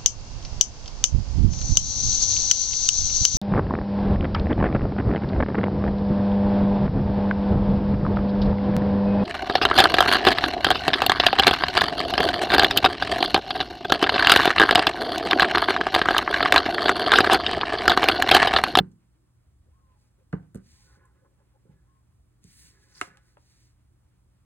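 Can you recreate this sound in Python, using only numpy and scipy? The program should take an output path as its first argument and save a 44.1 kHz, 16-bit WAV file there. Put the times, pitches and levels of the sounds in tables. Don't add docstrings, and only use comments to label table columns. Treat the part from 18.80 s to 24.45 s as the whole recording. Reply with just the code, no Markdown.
import sys
import numpy as np
from scipy import signal
from scipy.fft import rfft, irfft, next_fast_len
from scipy.io import wavfile

SR = 44100
rng = np.random.default_rng(int(sys.argv[2]) if len(sys.argv) > 2 else 0)


def unload_audio(sound):
    columns = np.transpose(np.atleast_2d(sound))
    steps = np.round(np.clip(columns, -1, 1) * 32767)
    wavfile.write(sys.argv[1], SR, steps.astype(np.int16))


N = 249145
TIME = np.arange(N) / SR

# f/Hz, level/dB, t60/s, left minus right/dB
TABLE_MODES = [(65.6, -28, 0.3, 0), (109.5, -28.5, 0.34, -1.5), (152.3, -26, 0.31, -2),
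               (179.1, -17.5, 0.21, -4), (208.5, -5, 0.032, -4.5), (214.7, -32, 0.38, 1.5),
               (254, -24, 0.21, 1), (298.4, -13, 0.051, -3), (357, -27.5, 0.18, -9), (390, -13, 0.035, -3)]
# f/Hz, level/dB, t60/s, left minus right/dB
HOLLOW_MODES = [(478, -20.5, 0.07, -9.5), (489, -30.5, 0.06, 15)]
# f/Hz, level/dB, t60/s, left minus right/dB
CASE_MODES = [(715, -11, 0.032, 0.5), (756, -19, 0.059, -1), (822, -16.5, 0.048, -9.5),
              (926, -12.5, 0.045, 3), (1014, -13.5, 0.051, 5), (1213, -10, 0.045, -5), (1490, 4, 0.013, -1),
              (1530, -13.5, 0.057, -1), (1710, -14, 0.053, -2), (2033, -6.5, 0.016, -9),
              (2300, -12.5, 0.023, -4), (2540, -14, 0.016, -7), (2930, -6, 0.011, 1),
              (4280, 4.5, 0.0018, -15)]
# f/Hz, level/dB, t60/s, left minus right/dB
BLOCK_MODES = [(316, -12.5, 0.04, -5), (366, -17, 0.044, -2), (638, -32.5, .1, -1), (708, -25, 0.09, -4.5),
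               (902, -32, 0.067, 0.5), (1007, -31.5, 0.11, 3), (1300, -1, 0.013, 4),
               (1290, -29.5, 0.11, -1), (1450, 1, 0.0115, -4.5), (1535, -29.5, 0.048, 1.5),
               (1663, -26, .07, 4), (1990, -29.5, .08, -4.5), (2130, -7, 0.013, -13),
               (2320, -19, 0.0135, -14), (2805, -16.5, 0.028, -0.5), (2960, -24.5, 0.034, -1.5),
               (3780, -21, 0.014, -9.5), (4500, -9, 0.0036, 4.5), (7640, -21, 0.004, 0),
               (10100, -20.5, 0.0063, 0.5)]
# f/Hz, level/dB, t60/s, left minus right/dB
CARD_MODES = [(620, 2, 0.016, 1), (870, 7, 0.011, 3.5), (1300, -2.5, 0.011, -3), (1490, 2.5, 0.0054, 10),
              (2720, -14, 0.0093, -11), (3220, -16, 0.016, -2)]

# t/s, landing level/dB, landing contact/s,
# squeeze until it bottoms out/s, bottoming level/dB, clack level/dB, clack contact/s,
# first rattle level/dB, rattle contact/s, hollow level/dB, pitch ratio of the thud
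TAPS = [(0.0, -19, 0.0021, 0.0059, -9, -36.5, 0.00012, -41.5, 0.0005, -49, 1.03),
        (1.5312, -12.5, 0.0032, 0.0068, -9.5, -25.5, 0.00041, -41.5, 0.00036, -19, 1.008),
        (1.748, -27, 0.0017, 0.0083, -17.5, -49.5, 0.00026, -50.5, 0.00023, -29, 1.07)]
# t/s, level/dB, t60/s, lower edge f/Hz, upper edge f/Hz
TICKS = [(0.116, -64, 0.043, 4030, 8900), (1.5275, -48, 0.015, 2240, 5000),
         (1.7465, -47.5, 0.015, 6500, 15000), (1.7558, -46.5, 0.018, 7500, 15000),
         (1.773, -60, 0.025, 5000, 10500), (2.254, -61.5, 0.034, 7350, 12000),
         (3.635, -62, 0.017, 3500, 9000), (3.6412, -49, 0.012, 5000, 10100),
         (4.213, -23.5, 0.0025, 3950, 7910), (4.2242, -49, .015, 6000, 10030),
         (4.3721, -45.5, 0.0025, 2230, 5530)]
# t/s, force level/dB, contact/s
BUMPS = [(0.131, -32, 0.003), (0.861, -49, 0.00038), (2.172, -43, 0.0005), (2.853, -41, 0.0011),
         (2.892, -27.5, 0.0042), (2.912, -28.5, 0.0051), (3.645, -29, 0.0027), (4.276, -38.5, 0.0013),
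         (4.311, -41, .002)]
# t/s, force level/dB, contact/s
NUDGES = [(2.447, -57, 0.00034), (2.602, -61.5, 0.00019), (4.5699, -45.5, 0.000085), (4.5805, -57, 0.00016)]
# t/s, force level/dB, contact/s
KNOCKS = [(4.2130, -14.5, 0.000019), (4.2183, -42, 0.00013), (4.2237, -40.5, 0.000092),
          (4.231, -44.5, .00012), (4.2362, -45, .00015), (4.282, -53, 0.000089)]

# t/s, length/s, level/dB, centre f/Hz
RUBS = [(0.845, 0.075, -70, 440), (0.943, 0.42, -79.5, 850), (1.37, 0.074, -72, 530),
        (1.82, 0.61, -70, 1047), (2.029, 0.21, -63, 1460), (2.161, 0.16, -62, 1400),
        (2.28, 0.17, -70.5, 1450), (2.3, 0.29, -71, 520), (2.435, 0.049, -66, 1070),
        (2.58, 0.076, -67, 760), (2.736, 0.053, -66.5, 700), (2.822, 0.15, -69, 600),
        (2.84, 0.39, -78, 1730), (3.703, 0.92, -65, 1916), (4.087, 0.36, -57, 1660)]
# f/Hz, level/dB, t60/s
RUB_MODES = [(381.4, 1, .015), (533.6, -2, 0.035), (841, -8, 0.028), (1043, -10, 0.026),
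             (1300, -13, 0.0096), (1494, -9.5, 0.024), (1695, -11.5, 0.034), (1933, -12, 0.00402)]
# t/s, length/s, hiss level before SLIDE_LIFT_DB/dB, peak sizzle level/dB
SLIDES = [(1.155, 0.15, -83, -84), (1.8, 0.35, -69.5, -81), (2.06, 0.14, -75, -93), (3.609, 0.36, -65, -68),
          (3.678, 0.2, -92, -60), (3.789, 0.61, -76, -88.5), (4.134, 0.17, -61.5, -75.5),
          (4.404, 0.17, -78.5, -79), (4.55, 0.41, -74, -88)]
# f/Hz, relative level/dB
SLIDE_COLOUR = [(100, 26), (250, 13), (700, -11), (1100, -1.5), (1900, 12.5), (3200, 5), (4500, 15),
                (7000, 10), (10500, 6), (12500, -3.5), (15500, -1)]
# f/Hz, relative level/dB
SIZZLE_COLOUR = [(2000, -31), (5500, -15.5), (7800, -3), (10500, 0.5), (12500, -15), (15000, -8)]
# f/Hz, likeness (0 to 1)
SLIDE_LIKENESS = [(150, 0.67), (700, 0.25), (2500, 0.07), (5000, 1), (12000, 1)]
# t/s, length/s, level/dB
SKIDS = [(4.085, 0.21, -56.5)]
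# f/Hz, width/Hz, relative level/dB
SKID_BANDS = [(5000, 1200, 2), (6284, 760, -5), (8370, 3560, -14.5)]

# t/s, length/s, level/dB, top f/Hz
SQUEALS = [(0.9, 0.268, -74.5, 1077), (3.038, 0.18, -73, 1076)]
# t/s, level/dB
RUMBLE = [(0.4, -73.5), (0.7, -57.5), (1.25, -63), (2.1, -60), (2.45, -67.5), (2.7, -70), (2.95, -64.5),
          (3.85, -63), (4.3, -80), (4.9, -62.5), (5.3, -66), (5.65, -64)]
# f/Hz, level/dB
HUM = [(59.6, -71), (119.6, -68.5), (298, -85.5)]
# f/Hz, relative level/dB
AIR_COLOUR = [(20, -11.5), (50, 0.5), (90, -10.5), (170, -10.5), (330, -25.5), (700, -29.5), (1300, -31.5),
              (2800, -40.5), (5500, -40), (9500, -39.5), (12500, -40), (16000, -46)]
# f/Hz, likeness (0 to 1)
AIR_LIKENESS = [(60, 0.85), (130, 0.3), (300, 0.5), (700, 0), (3000, 0.26), (8000, 1)]
# f/Hz, width/Hz, relative level/dB
WAVER_BANDS = [(333, 83, 2), (481.5, 390, -6.5), (1064, 400, -5), (1496, 2200, -1.5)]

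# f/Hz, relative level/dB
ROOM_COLOUR = [(60, -28.5), (180, -20.5), (400, -11.5), (800, -6.5), (1400, -12.5), (2400, -10.5),
               (6000, -13), (10000, -14), (14000, -22.5)]
# f/Hz, likeness (0 to 1)
ROOM_LIKENESS = [(130, 1), (300, 0.52), (700, 0.28), (1500, 0.15), (5000, 0.64)]
# f/Hz, t60/s
ROOM_T60 = [(100, 0.48), (500, 0.35), (2000, 0.36), (8000, 0.31), (16000, 0.2)]
# f/Hz, lead/s
LEFT_LEAD = [(500, 0.00036), (1400, 0.000061), (3000, 0.000091), (5200, 0.0001), (8400, 0.00012),
             (12500, .00012)]

CLACK_LEAD_S = 0.0025
BOTTOM_CONTACT_S, HOLLOW_CONTACT_S = 0.0025, 0.00051
RATTLE_GAP_S, RATTLE_LOSS_DB = 0.011, 4
SCOOP_HZ, SCOOP_S, TOP_AT_S, SAG_HZ_PER_S2 = 250, 0.026, 0.09, 4000
AIR_DB, SLIDE_LIFT_DB = -65.5, 8
TABLE_ROOM_DB, BLOCK_ROOM_DB, CASE_ROOM_DB = 0.5, -3.5, 0.5
FACING_DB = -9
CUTOFF_HZ = 16200


def from_db(db):
    return 10 ** (np.asarray(db) / 20)


def rms_one(x):
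    return x / np.sqrt(np.mean(x ** 2) + 1e-20)


def at_hz(points, hz):
    table_hz, values = np.array(points).T
    return np.interp(np.log(np.maximum(hz, 1)), np.log(table_hz), values)


def fade(t, t60):
    return np.exp(-np.log(1000) * t / t60)


def panned(x, pan_db):
    return x * from_db([[pan_db / 2], [-pan_db / 2]])


def add(track, s, sound):
    start = max(round(s * SR), 0)
    track[start:start + len(sound)] += sound[:N - start]


def convolve(x, response):
    return signal.fftconvolve(np.atleast_2d(x), response, axes=1)[:, :N]


def drift(rate):
    knots = rng.standard_normal(N)
    return rms_one(np.interp(TIME * rate, np.arange(N), knots))


def stereo_noise(colour, likeness, size=N):
    padded = next_fast_len(size)
    hz = np.fft.rfftfreq(padded, 1 / SR)
    mid, side = rfft(rng.standard_normal((2, padded)))
    alike = np.clip(at_hz(likeness, hz), -1, 1)
    shared = np.sqrt((1 + alike) / 2) * mid
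    opposed = np.sqrt((1 - alike) / 2) * side * [[1], [-1]]
    return irfft((shared + opposed) * from_db(at_hz(colour, hz)), padded)[:, :size]


def uneven_noise(resonances, swing_db, swing_rate):
    out = 0
    for hz, width_hz, db in resonances:
        edges = [max(hz - width_hz / 2, 20), hz + width_hz / 2]
        band = signal.butter(2, edges, "band", fs=SR, output="sos")
        shared, side = rms_one(signal.sosfilt(band, rng.standard_normal((2, N))))
        pair = shared + side * [[0.5], [-0.5]]
        out = out + pair * from_db(db + swing_db * drift(swing_rate))
    return rms_one(out)


def strokes(rows, steepness):
    power = 0
    for start_s, length_s, db in rows:
        speed = np.sin(np.pi * np.clip((TIME - start_s) / length_s, 0, 1))
        power = power + (from_db(db) * np.abs(speed) ** steepness) ** 2
    return np.sqrt(power)


def struck(blows, modes, build_cycles):
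    t = TIME[:SR // 2]
    force = np.zeros(N)
    for s, force_db, contact_s in blows:
        pulse = t * np.exp(-np.pi * (t / contact_s) ** 2)
        add(force, s, from_db(force_db) * pulse / (pulse.sum() + 1e-20))
    ringing = 0
    for hz, db, t60, pan_db in modes:
        swell = 1 - np.exp(-(hz * t / build_cycles) ** 2)
        tone = from_db(db) * np.sin(2 * np.pi * hz * t) * swell * fade(t, t60)
        ringing = ringing + panned(tone, pan_db)
    return convolve(force, ringing)


def room_tone(waver_db=-0.5, bands_db=-79.5, pan_db=-1.04):
    air = from_db(AIR_DB) * rms_one(stereo_noise(AIR_COLOUR, AIR_LIKENESS))
    middle = from_db(bands_db) * uneven_noise(WAVER_BANDS, swing_db=4.0, swing_rate=25)
    hum = 0
    for hz, db in HUM:
        level = np.sqrt(2) * from_db(db + waver_db * drift(14.0))
        hum = hum + level * np.sin(2 * np.pi * (hz * TIME + rng.random()))
    return panned(air + middle + hum, pan_db)


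def rumble(low_hz=46, high_hz=88):
    band = signal.butter(2, [low_hz, high_hz], "band", fs=SR, output="sos")
    settled = signal.sosfilt(band, rng.standard_normal(N + SR))[SR:]
    return rms_one(settled) * from_db(np.interp(TIME, *np.transpose(RUMBLE)))


def tapping(count=6, rattle_spread_db=3.0):
    thud, clacks = 0, []
    for (s, land_db, land_contact_s, squeeze_s, bottom_db, clack_db, clack_contact_s,
         rattle_db, rattle_contact_s, hollow_db, pitch) in TAPS:
        table = [(hz * pitch, *rest) for hz, *rest in TABLE_MODES]
        hollow = [(hz * pitch, *rest) for hz, *rest in HOLLOW_MODES]
        landing = (s, land_db, land_contact_s)
        bottoming = (s + squeeze_s, bottom_db, BOTTOM_CONTACT_S)
        thud = thud + struck([landing, bottoming], table, build_cycles=0.12)
        thud = thud + struck([(s, hollow_db, HOLLOW_CONTACT_S)], hollow, build_cycles=0.37)
        clacks.append((s - CLACK_LEAD_S, clack_db, clack_contact_s))
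        for k in range(count):
            bounce_s = s + squeeze_s + RATTLE_GAP_S * (k + rng.uniform(0, 0.5))
            bounce_db = rattle_db - RATTLE_LOSS_DB * k + rattle_spread_db * rng.standard_normal()
            clacks.append((bounce_s, bounce_db, rattle_contact_s))
    return thud, struck(clacks, CASE_MODES, build_cycles=1.12)


def ticks(snap_db=18, top_hz=13500):
    t, out = TIME[:SR // 10], np.zeros(N)
    for s, db, t60, low_hz, bright_hz in TICKS:
        band = signal.butter(1, [low_hz, bright_hz], "band", fs=SR, output="sos")
        crack = from_db(snap_db) * (t == 0) + rng.standard_normal(len(t)) * fade(t, t60)
        add(out, s, from_db(db) * signal.sosfilt(band, crack))
    return signal.sosfilt(signal.butter(3, top_hz, fs=SR, output="sos"), out)


def bumping():
    return struck(BUMPS, TABLE_MODES, build_cycles=0.47)


def pressing(slips_per_s=2500, width_octaves=0.3, swing_db=3, swing_rate=35, spread_db=2):
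    t = TIME[:SR // 8]
    effort = np.array([strokes([row[:3]], steepness=0.93) ** 2 for row in RUBS])
    centres = np.array(RUBS)[:, 3]
    out = 0
    for hz, db, t60 in RUB_MODES:
        share = 1 / (1 + (np.log2(hz / centres) / width_octaves) ** 2)
        slips = (rng.random(N) < slips_per_s / SR) * rng.standard_normal(N)
        ring = t * np.sin(2 * np.pi * hz * t) * fade(t, t60)
        creak = rms_one(convolve(slips, [ring]))
        level = np.sqrt(share @ effort) * from_db(db + swing_db * drift(swing_rate))
        out = out + panned(creak * level, spread_db * rng.standard_normal())
    return out


def squeals(wobble_hz=11, wobble_rate=70, shimmer_db=2.2, shimmer_rate=45):
    out = 0
    for start_s, length_s, db, top_hz in SQUEALS:
        t = np.clip(TIME - start_s, 0, length_s)
        scoop = SCOOP_HZ * np.exp(-(t / SCOOP_S) ** 2)
        sag = SAG_HZ_PER_S2 * (t - TOP_AT_S) ** 2
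        hz = top_hz - scoop - sag + wobble_hz * drift(wobble_rate)
        level = strokes([(start_s, length_s, db)], steepness=0.4)
        shimmer = from_db(shimmer_db * drift(shimmer_rate))
        out = out + level * shimmer * np.sin(2 * np.pi * np.cumsum(hz) / SR)
    return panned(out, pan_db=2.0)


def sliding_card(grain_db=1.0, grain_rate=400, flutter_db=1.67, flutter_rate=28, grit_db=-1.0, grit_rate=900):
    rows = np.array(SLIDES)
    hiss = rms_one(stereo_noise(SLIDE_COLOUR, SLIDE_LIKENESS)) * strokes(rows[:, :3], steepness=1.0)
    hiss = hiss * from_db(SLIDE_LIFT_DB + grain_db * drift(grain_rate))
    grit = from_db(grit_db * drift(grit_rate))
    sizzle = rms_one(stereo_noise(SIZZLE_COLOUR, SLIDE_LIKENESS) * grit)
    sizzle = sizzle * strokes(rows[:, [0, 1, 3]], steepness=1.49)
    return (hiss + sizzle) * from_db(flutter_db * drift(flutter_rate))


def nudging():
    return struck(NUDGES, CARD_MODES, build_cycles=0.76)


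def skidding():
    return strokes(SKIDS, steepness=2.1) * uneven_noise(SKID_BANDS, swing_db=6.5, swing_rate=150)


def knocking():
    return struck(KNOCKS, BLOCK_MODES, build_cycles=1.4)


def room(x, early_db, early_t60=0.075, gap_s=0.00028):
    t = TIME[:SR // 2]
    echoes = rfft(stereo_noise(ROOM_COLOUR, ROOM_LIKENESS, size=len(t)))
    hz = np.fft.rfftfreq(len(t), 1 / SR)
    octave = np.round(np.log2(np.maximum(hz, 64)))
    tail = 0
    for k in np.unique(octave):
        walls = fade(t, at_hz(ROOM_T60, 2 ** k))
        scatter = from_db(early_db) * fade(t, early_t60)
        tail = tail + irfft(echoes * (octave == k), len(t)) * (walls + scatter)
    unit_energy = np.sqrt(np.sum(fade(t, at_hz(ROOM_T60, 1000)) ** 2))
    return convolve(x, tail * (t > gap_s) / unit_energy)


def microphones(pair):
    size = next_fast_len(N + SR // 10)
    hz = np.fft.rfftfreq(size, 1 / SR)
    lag = np.exp(-2j * np.pi * hz * at_hz(LEFT_LEAD, hz))
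    later = irfft(rfft(pair[1], size) * lag, size)
    return np.array([pair[0], later[:N]])


def scene():
    thud, case = tapping()
    table = -(thud + bumping())
    block = knocking()
    small = nudging() + ticks() + squeals()
    bodies = from_db(CASE_ROOM_DB) * case + from_db(TABLE_ROOM_DB) * table + from_db(BLOCK_ROOM_DB) * block
    echo = room(small + bodies, early_db=10.5)
    facing = from_db(FACING_DB) * (block + case)
    friction = panned(sliding_card() + pressing() + skidding(), pan_db=-0.5)
    contacts = small + case + table + block + facing + echo
    return microphones(contacts + friction + room_tone() + rumble())


def record(dry, low_cut_hz=54):
    thin = signal.sosfilt(signal.butter(3, low_cut_hz, "high", fs=SR, output="sos"), dry)
    return signal.sosfilt(signal.ellip(10, 0.1, 80, CUTOFF_HZ, fs=SR, output="sos"), thin)


dry = scene()
out = record(dry)
unload_audio(out)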